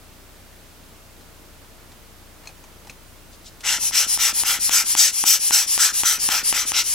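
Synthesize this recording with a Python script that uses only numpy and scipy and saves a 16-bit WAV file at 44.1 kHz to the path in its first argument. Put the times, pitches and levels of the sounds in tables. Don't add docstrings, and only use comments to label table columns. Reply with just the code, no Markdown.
import sys
import numpy as np
from scipy import signal
from scipy.fft import rfft, irfft, next_fast_len
from scipy.io import wavfile
from scipy.ndimage import uniform_filter1d, map_coordinates

SR = 44100
rng = np.random.default_rng(int(sys.argv[2]) if len(sys.argv) > 2 else 0)


def ratio(d):
    e = np.asarray(d, float) / 20
    return 10 ** e


def dump_mix(stems):
    frames = np.atleast_2d(stems).T
    limited = np.clip(frames, -1, 1)
    pcm = np.round(limited * 32767).astype(np.int16)
    wavfile.write(sys.argv[1], SR, pcm)


N = 306362
T = np.arange(N) / SR
TOP_HZ = 15980

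# frequency in Hz, density in dB per Hz.
HISS_SPECTRUM = [(21, -33), (36, -9.5), (95, -6), (139, -9.5), (243, -10), (509, -14), (640, -12.5),
                 (709, -15.5), (1450, -17.5), (1640, -19), (8390, -25), (14000, -26.5), (15900, -27.5)]
# frequency in Hz, likeness 0-1, left lead in rad, left over right in dB.
HISS_PORTS = [(60, 0.64, 0, 1), (300, 0.57, 0, -2), (1000, 0.54, 0, -4.5), (3000, 0.37, 0, -1.5),
              (15000, 0.35, 0, 3)]
# multiple of the frame rate, level in dB, left over right in dB, left lead in rad.
FRAME_HUM = [(1, -51, 11, -0.51), (2, -57.5, 2, -.3), (3, -55, 4, -0.35), (4, -74, 2, 0), (5, -66.5, -2, 0),
             (6, -63, 6.5, 0)]
# frequency in Hz, level in dB.
MAINS_LINES = [(250, -69.5), (300, -71), (350, -71), (450, -70.5), (650, -76.5)]

# start in seconds, peak level in dB, knock relative to it in dB,
# frequency in Hz of a ping heard only where the ring is above -20 dB, ring relative to the peak level in dB.
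TICKS = [(1.209, -36.5, -14, 4530, -30), (1.349, -48, -17, 5740, -30), (1.9185, -33, -16, 5000, -28),
         (2.436, -49.5, 7, 2400, -30), (2.4556, -36, -5, 5000, -25), (2.4728, -27, -18, 4300, -8),
         (2.4914, -37.5, -8, 2500, -15), (2.6399, -38, -9, 6520, -13), (2.8477, -41, -7, 2400, -30),
         (2.87, -30, -14, 5930, -24), (2.8967, -28.5, -13.5, 2600, -11), (2.8975, -32, -20, 6460, -16),
         (3.606, -24, -28, 5400, -32)]
# frequency in Hz, level in dB, decay by 60 dB in seconds.
METAL_MODES = [(2500, 0, 0.045), (4140, -16, 0.047), (5200, -16, 0.034), (6420, -1.5, 0.045)]
# peak in seconds, level in dB, rise in seconds, fall in seconds.
RUBS = [
    (3.346, -53, 0.06, .03),
    (3.473, -43.5, 0.041, 0.037),
    (3.612, -70, .03, .015),
    (3.636, -52, 0.011, .012),
]
# frequency in Hz, density in dB per Hz.
SKIN_SPECTRUM = [(1500, -40), (2600, -13), (3600, -4), (4300, -4), (7500, -8), (9500, -18), (15000, -35)]

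VALVE_SHUTS = [3.911, 4.1757, 4.4359, 4.6942, 4.9516, 5.2395, 5.5085, 5.778, 6.035, 6.2893, 6.5267, 6.719]
# thud in dB, crack in dB.
VALVE_SNAPS = [(-25.5, -41), (-20, -30), (-17.5, -23), (-17, -16.5), (-14, -16.5), (-11, -19.5),
               (-13.5, -16.5), (-21, -17), (-14.5, -15.5), (-13.5, -16), (-16, -14), (-18.5, -18)]
# time in seconds, level in dB.
VALVE_OPENS = [(3.786, -38), (4.066, -37), (4.328, -34.5), (4.588, -36), (4.841, -36.5), (5.116, -44),
               (5.394, -42), (5.663, -40.5), (5.923, -39), (6.182, -39), (6.429, -36.5), (6.653, -36.5)]
# frequency in Hz, width in Hz, level in dB.
BULB_MODES = [(293, 380, -6), (914, 170, 3.5), (1260, 390, -7.5), (2600, 600, -14)]

# hiss in dB, fall in dB as the bulb fills.
REFILLS = [(-27, -15), (-25, -9.5), (-25.5, -6.5), (-25.5, -6), (-25.5, -7), (-28, -2.5), (-26.5, -3.5),
           (-25.5, -5.5), (-25.5, -9.5), (-26, -3), (-24, -8), (-24.5, -9), (-28, -1.5)]
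# frequency in Hz, density in dB per Hz.
INTAKE_SPECTRUM = [(290, -24), (500, -19), (649, -35), (818, -15), (1060, -14), (1690, -13.5), (2960, -6),
                   (3840, -8), (5280, -1.5), (8150, -8.5), (10600, -5.5), (13300, -9.5), (15900, -14.5)]
# frequency in Hz, width in Hz, level in dB.
VALVE_PEAKS = [(2900, 250, 0.5), (5750, 1200, 4), (7170, 250, 4.5), (9270, 290, 5), (10400, 500, 6),
               (13700, 900, -7)]
# frequency in Hz, likeness 0-1, left lead in rad, left over right in dB.
VALVE_PORTS = [(300, .7, 0, 1), (1500, .85, .1, 1), (3800, .8, .2, 1), (4500, .8, 1, 4),
               (6800, .75, 1.8, 5), (8200, .65, 2.3, 0), (10000, .65, 2.9, 3), (12000, .5, 3.6, 4),
               (15500, .55, 3.3, 4)]

# start in seconds, end in seconds.
STROKES = [(3.633, 3.794), (3.917, 4.072), (4.18, 4.335), (4.44, 4.597), (4.699, 4.848), (4.958, 5.123),
           (5.246, 5.394), (5.512, 5.669), (5.78, 5.93), (6.037, 6.191), (6.292, 6.436), (6.531, 6.66),
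           (6.728, 6.836)]
# jet in dB, peak as share of the stroke, then in dB relative to the jet
SQUEEZES = [(-21.5, 0.51, -14, -6.5, -15.5), (-20.5, 0.48, -18.5, -7, -9), (-20.5, 0.36, -15.5, -6.5, -7),
            (-24, 0.31, -9.5, -4, -2.5), (-17.5, 0.38, -18, -9.5, -7), (-14.5, 0.3, -31, -12.5, -10.5),
            (-17.5, 0.3, -24.5, -9.5, -3), (-17, 0.22, -22, -12, -7.5), (-17.5, 0.26, -15, -13, -11),
            (-18.5, 0.28, -13.5, -12.5, -7), (-25, 0.21, -6.5, -2, -3.5), (-24.5, 0.3, -7.5, -4, -7.5),
            (-20.5, 0.56, -18.5, -4.5, -13)]
# frequency in Hz, density in dB per Hz.
JET_SPECTRUM = [(200, -28), (400, -22), (740, -17.5), (820, -12.5), (1150, -17), (1800, -12.5),
                (3020, -3.5), (4200, -8.5), (6060, 0), (6800, -4.5), (8030, -3.5), (8720, -9.5),
                (14100, -3), (15900, -10.5)]
# frequency in Hz, width in Hz, level in dB.
NOZZLE_PEAKS = [(2170, 620, 2), (2900, 350, 0), (5340, 280, 5), (6060, 360, 3.5), (7740, 300, 3),
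                (10850, 950, 3.5)]
# frequency in Hz, width in Hz, level in dB.
MOUNT_PEAK = [(1380, 170, 13)]
# frequency in Hz, likeness 0-1, left lead in rad, left over right in dB.
JET_PORTS = [(300, .85, 0, 1), (1500, .93, 0, 0), (2500, .85, .1, 1), (3800, .9, .1, 1), (4700, .8, .8, 4),
             (6800, .8, .8, 4), (7600, .8, .4, 1), (8600, .78, 1.7, 2), (12000, .75, 1.5, 3),
             (15500, .5, 1.5, 0)]


def unit(x):
    return x / np.sqrt(np.mean(x ** 2) + 1e-20)


def along(points, hz):
    f, *cols = np.transpose(points)
    return [np.interp(np.log(hz + 1), np.log(f + 1), c) for c in cols]


def filtered(x, response):
    m = next_fast_len(N + 8192)
    hz = np.fft.rfftfreq(m, 1 / SR)
    return irfft(rfft(x, m) * response(hz), m)[..., :N]


def resonances(modes):
    return lambda f: sum(ratio(db) * 1j * f * w / (c * c - f * f + 1j * f * w) for c, w, db in modes)


def arch(start_s, peak_s, end_s, rise, fall):
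    up = np.clip((T - start_s) / (peak_s - start_s), 0, 1)
    down = np.clip((end_s - T) / (end_s - peak_s), 0, 1)
    return np.sin(np.pi / 2 * up) ** rise * np.sin(np.pi / 2 * down) ** fall


def flutter(rate_hz, db):
    coarse = T[::32]
    points = rng.standard_normal(int(N * rate_hz / SR) + 4)
    wander = map_coordinates(points, [coarse * rate_hz])
    return ratio(db * np.interp(T, coarse, wander))


def rush(spectrum, ports, peaks=(), edges_hz=(), patchy_db=0, wide=3, long=10):
    z = signal.stft(rng.standard_normal((2, N)), nperseg=512)[2]
    field = uniform_filter1d(rng.standard_normal(z.shape[1:]), round(wide), 0)
    field = uniform_filter1d(field, round(long), 1)
    patchy = signal.istft(z * ratio(patchy_db * unit(field)), nperseg=512)[1][:, :N]
    m = next_fast_len(N)
    a, b = rfft(patchy, m)
    hz = np.fft.rfftfreq(m, 1 / SR)

    alike, lead, pan_db = along(ports, hz)
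    turn = np.arccos(np.clip(alike, 0, .99)) / 2
    bumps = sum(db / (1 + (2 * (hz - c) / w) ** 2) for c, w, db in peaks)
    mean_power = 1 + 2 * np.cos(turn) ** 2 * np.cos(lead) - np.cos(lead)
    gain = ratio(along(spectrum, hz)[0] + bumps) / np.sqrt(mean_power)
    sign = np.array([[1], [-1]])
    mixed = np.cos(turn) * a + sign * np.sin(turn) * b
    both = gain * ratio(sign * pan_db / 2) * np.exp(.5j * sign * lead) * mixed

    below = [0 * hz] + [1 / (1 + (hz / edge) ** 12) for edge in edges_hz] + [1 + 0 * hz]
    parts = [irfft(both * np.sqrt(np.abs(hi - lo)), m)[:, :N] for lo, hi in zip(below, below[1:])]
    return [part / np.std(part.mean(0)) for part in parts]


def camera():
    frame_hz = 29.97
    half = np.array([[.5], [-.5]])
    hum = mains = 0
    for k, db, pan_db, lead in FRAME_HUM:
        phase = 2 * np.pi * k * frame_hz * (T - .0267) + half * lead
        hum = hum + ratio(db - 0.5 + half * pan_db) * flutter(7.3, 0.66) * np.cos(phase)
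    for hz, db in MAINS_LINES:
        mains = mains + ratio(db + 4.0) * flutter(9.8, 1.8) * np.sin(2 * np.pi * hz * T)
    hiss = ratio(-49) * rush(HISS_SPECTRUM, HISS_PORTS, patchy_db=0.1)[0]
    return hum + mains + hiss


def room(x):
    t = np.arange(SR // 3) / SR
    shared, *own = rng.standard_normal((3, len(t))) * ratio(-60 * t / 0.13)
    tail = shared + 0.3 * np.array(own)
    return signal.fftconvolve(x, tail / np.linalg.norm(tail[0]), axes=1)[:, :N]


def handling():
    ring, grit, knock = np.zeros((3, N + SR))
    t = np.arange(SR // 12) / SR
    for s, db, knock_db, top_hz, ring_db in TICKS:
        span = slice(round(s * SR), round(s * SR) + len(t))
        dust = rng.standard_normal((2, len(t)))
        metal = sum(ratio(level + rng.normal(0, 1.1) - 60 * t / t60) * np.sin(2 * np.pi * hz * t)
                    for hz, level, t60 in METAL_MODES)
        wobble = .4 * np.cumsum(dust[1]) / np.sqrt(SR / 300)
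        own = ratio(-60 * t / .035) * np.sin(2 * np.pi * top_hz * t + wobble)
        ring[span] += ratio(db + ring_db) * metal
        if ring_db > -20:
            ring[span] += ratio(db - 7.5) * own
        grit[span] += ratio(db - 8.0 - 60 * t / 0.075) * dust[0]
        knock[span] += ratio(db + knock_db + 13 - 60 * t / 0.075) * dust[1]
    scrape = filtered(grit[:N], lambda hz: resonances([(4500, 6000, 0)])(hz) ** 2)
    table = filtered(knock[:N], resonances([(784, 520, 0)]))
    ticks = ring[:N] + scrape + table

    slide = sum(ratio(db) * arch(s - rise_s, s, s + fall_s, 2.3, 2.5) for s, db, rise_s, fall_s in RUBS)
    rub = slide * flutter(310, 1.2) * rush(SKIN_SPECTRUM, JET_PORTS)[0]
    return ticks * ratio([[1.2], [-1.2]]) + rub


def valve():
    thud, crack, pop = np.zeros((3, N))
    for s, (thud_db, crack_db) in zip(VALVE_SHUTS, VALVE_SNAPS):
        thud[round((s - .00065) * SR)] = ratio(thud_db + 24.0)
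        crack[round(s * SR) - 1] = -ratio(crack_db + 28.5)
    for s, db in VALVE_OPENS:
        pop[round(s * SR)] = ratio(db + 30.5)
    body = filtered(thud, lambda hz: resonances(BULB_MODES)(hz) / (1 + 1j * hz / 2200) ** 2)
    body = body + filtered(pop, resonances([(230, 160, 6), (604, 580, -13)]))
    spike = filtered(crack, resonances([(1090, 630, -2.5), (2770, 1600, 0.0), (6460, 3400, -2)]))
    left = ratio(3.0) * body + ratio(1.5) * spike
    right = ratio(-1.2) * np.roll(body, 1) + ratio(-6) * np.roll(spike, 2)
    near = np.array([left, right])
    return near - ratio(-16) * np.roll(near, round(.0022 * SR), axis=1)


def refills():
    swell_s, early_s, full_s, cut_s = 0.031, 0.0092, 0.029, 0.0059
    low, high = np.zeros((2, N))
    for (_, end_s), shut_s, (db, fall_db) in zip(STROKES, [*VALVE_SHUTS, N / SR], REFILLS):
        swell = 1 - np.exp(-np.clip(T - end_s + early_s, 0, None) / swell_s)
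        full = np.clip(1 - (shut_s - T) / full_s, 0, 1)
        hiss = ratio(db + fall_db * full) * np.clip((shut_s - T) / cut_s + 1, 0, 1)
        low += hiss * swell
        high += hiss * swell ** 1.74 * ratio(-0.5 - 4.5 * full)
    hush, whistle = rush(INTAKE_SPECTRUM, VALVE_PORTS, VALVE_PEAKS, edges_hz=(8300,),
                         patchy_db=2.0, wide=2, long=16)
    return flutter(90, 0.33) * (low * hush + high * whistle)


def puffs():
    core, note, wash, fizz = np.zeros((4, N))
    for (start_s, end_s), (db, peak, note_db, wash_db, fizz_db) in zip(STROKES, SQUEEZES):
        flow = arch(start_s, start_s + peak * (end_s - start_s), end_s, 1, 1.25)
        core += ratio(db) * flow
        note += ratio(db + note_db) * flow ** 0.32
        wash += ratio(db + wash_db) * flow ** 0.71
        fizz += ratio(db + fizz_db) * flow ** 1.34
    low, hollow, mid, high, top = rush(JET_SPECTRUM, JET_PORTS, [*MOUNT_PEAK, *NOZZLE_PEAKS],
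                                       edges_hz=(1136, 1670, 4050, 8900), patchy_db=2.5, wide=3, long=14)
    below = ratio(-14.5) * wash * low + wash * mid
    jet = note * flutter(45, 0.83) * hollow + below + core * flutter(40, 0.84) * high + fizz * top
    return flutter(120, 0.4) * jet


def scene():
    near = puffs() + refills() + valve() + handling()
    power = np.abs(uniform_filter1d(np.mean(near ** 2, 0), 1500))
    over_db = np.clip(10 * np.log10(power + 1e-9) + 16.5, 0, None)
    release_db = 10 * T
    duck_db = 1.5 * (np.maximum.accumulate(over_db + release_db) - release_db)
    return near + ratio(-9.0) * room(near) + ratio(-duck_db) * camera()


def low_pass(x):
    return signal.sosfilt(signal.butter(12, 15980, fs=SR, output="sos"), x)


def record(dry):
    held = dry / (1 + np.abs(dry / 0.76) ** 6) ** (1 / 6)
    return low_pass(filtered(held, lambda hz: hz < TOP_HZ))


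dry = scene()
out = record(dry)
dump_mix(out)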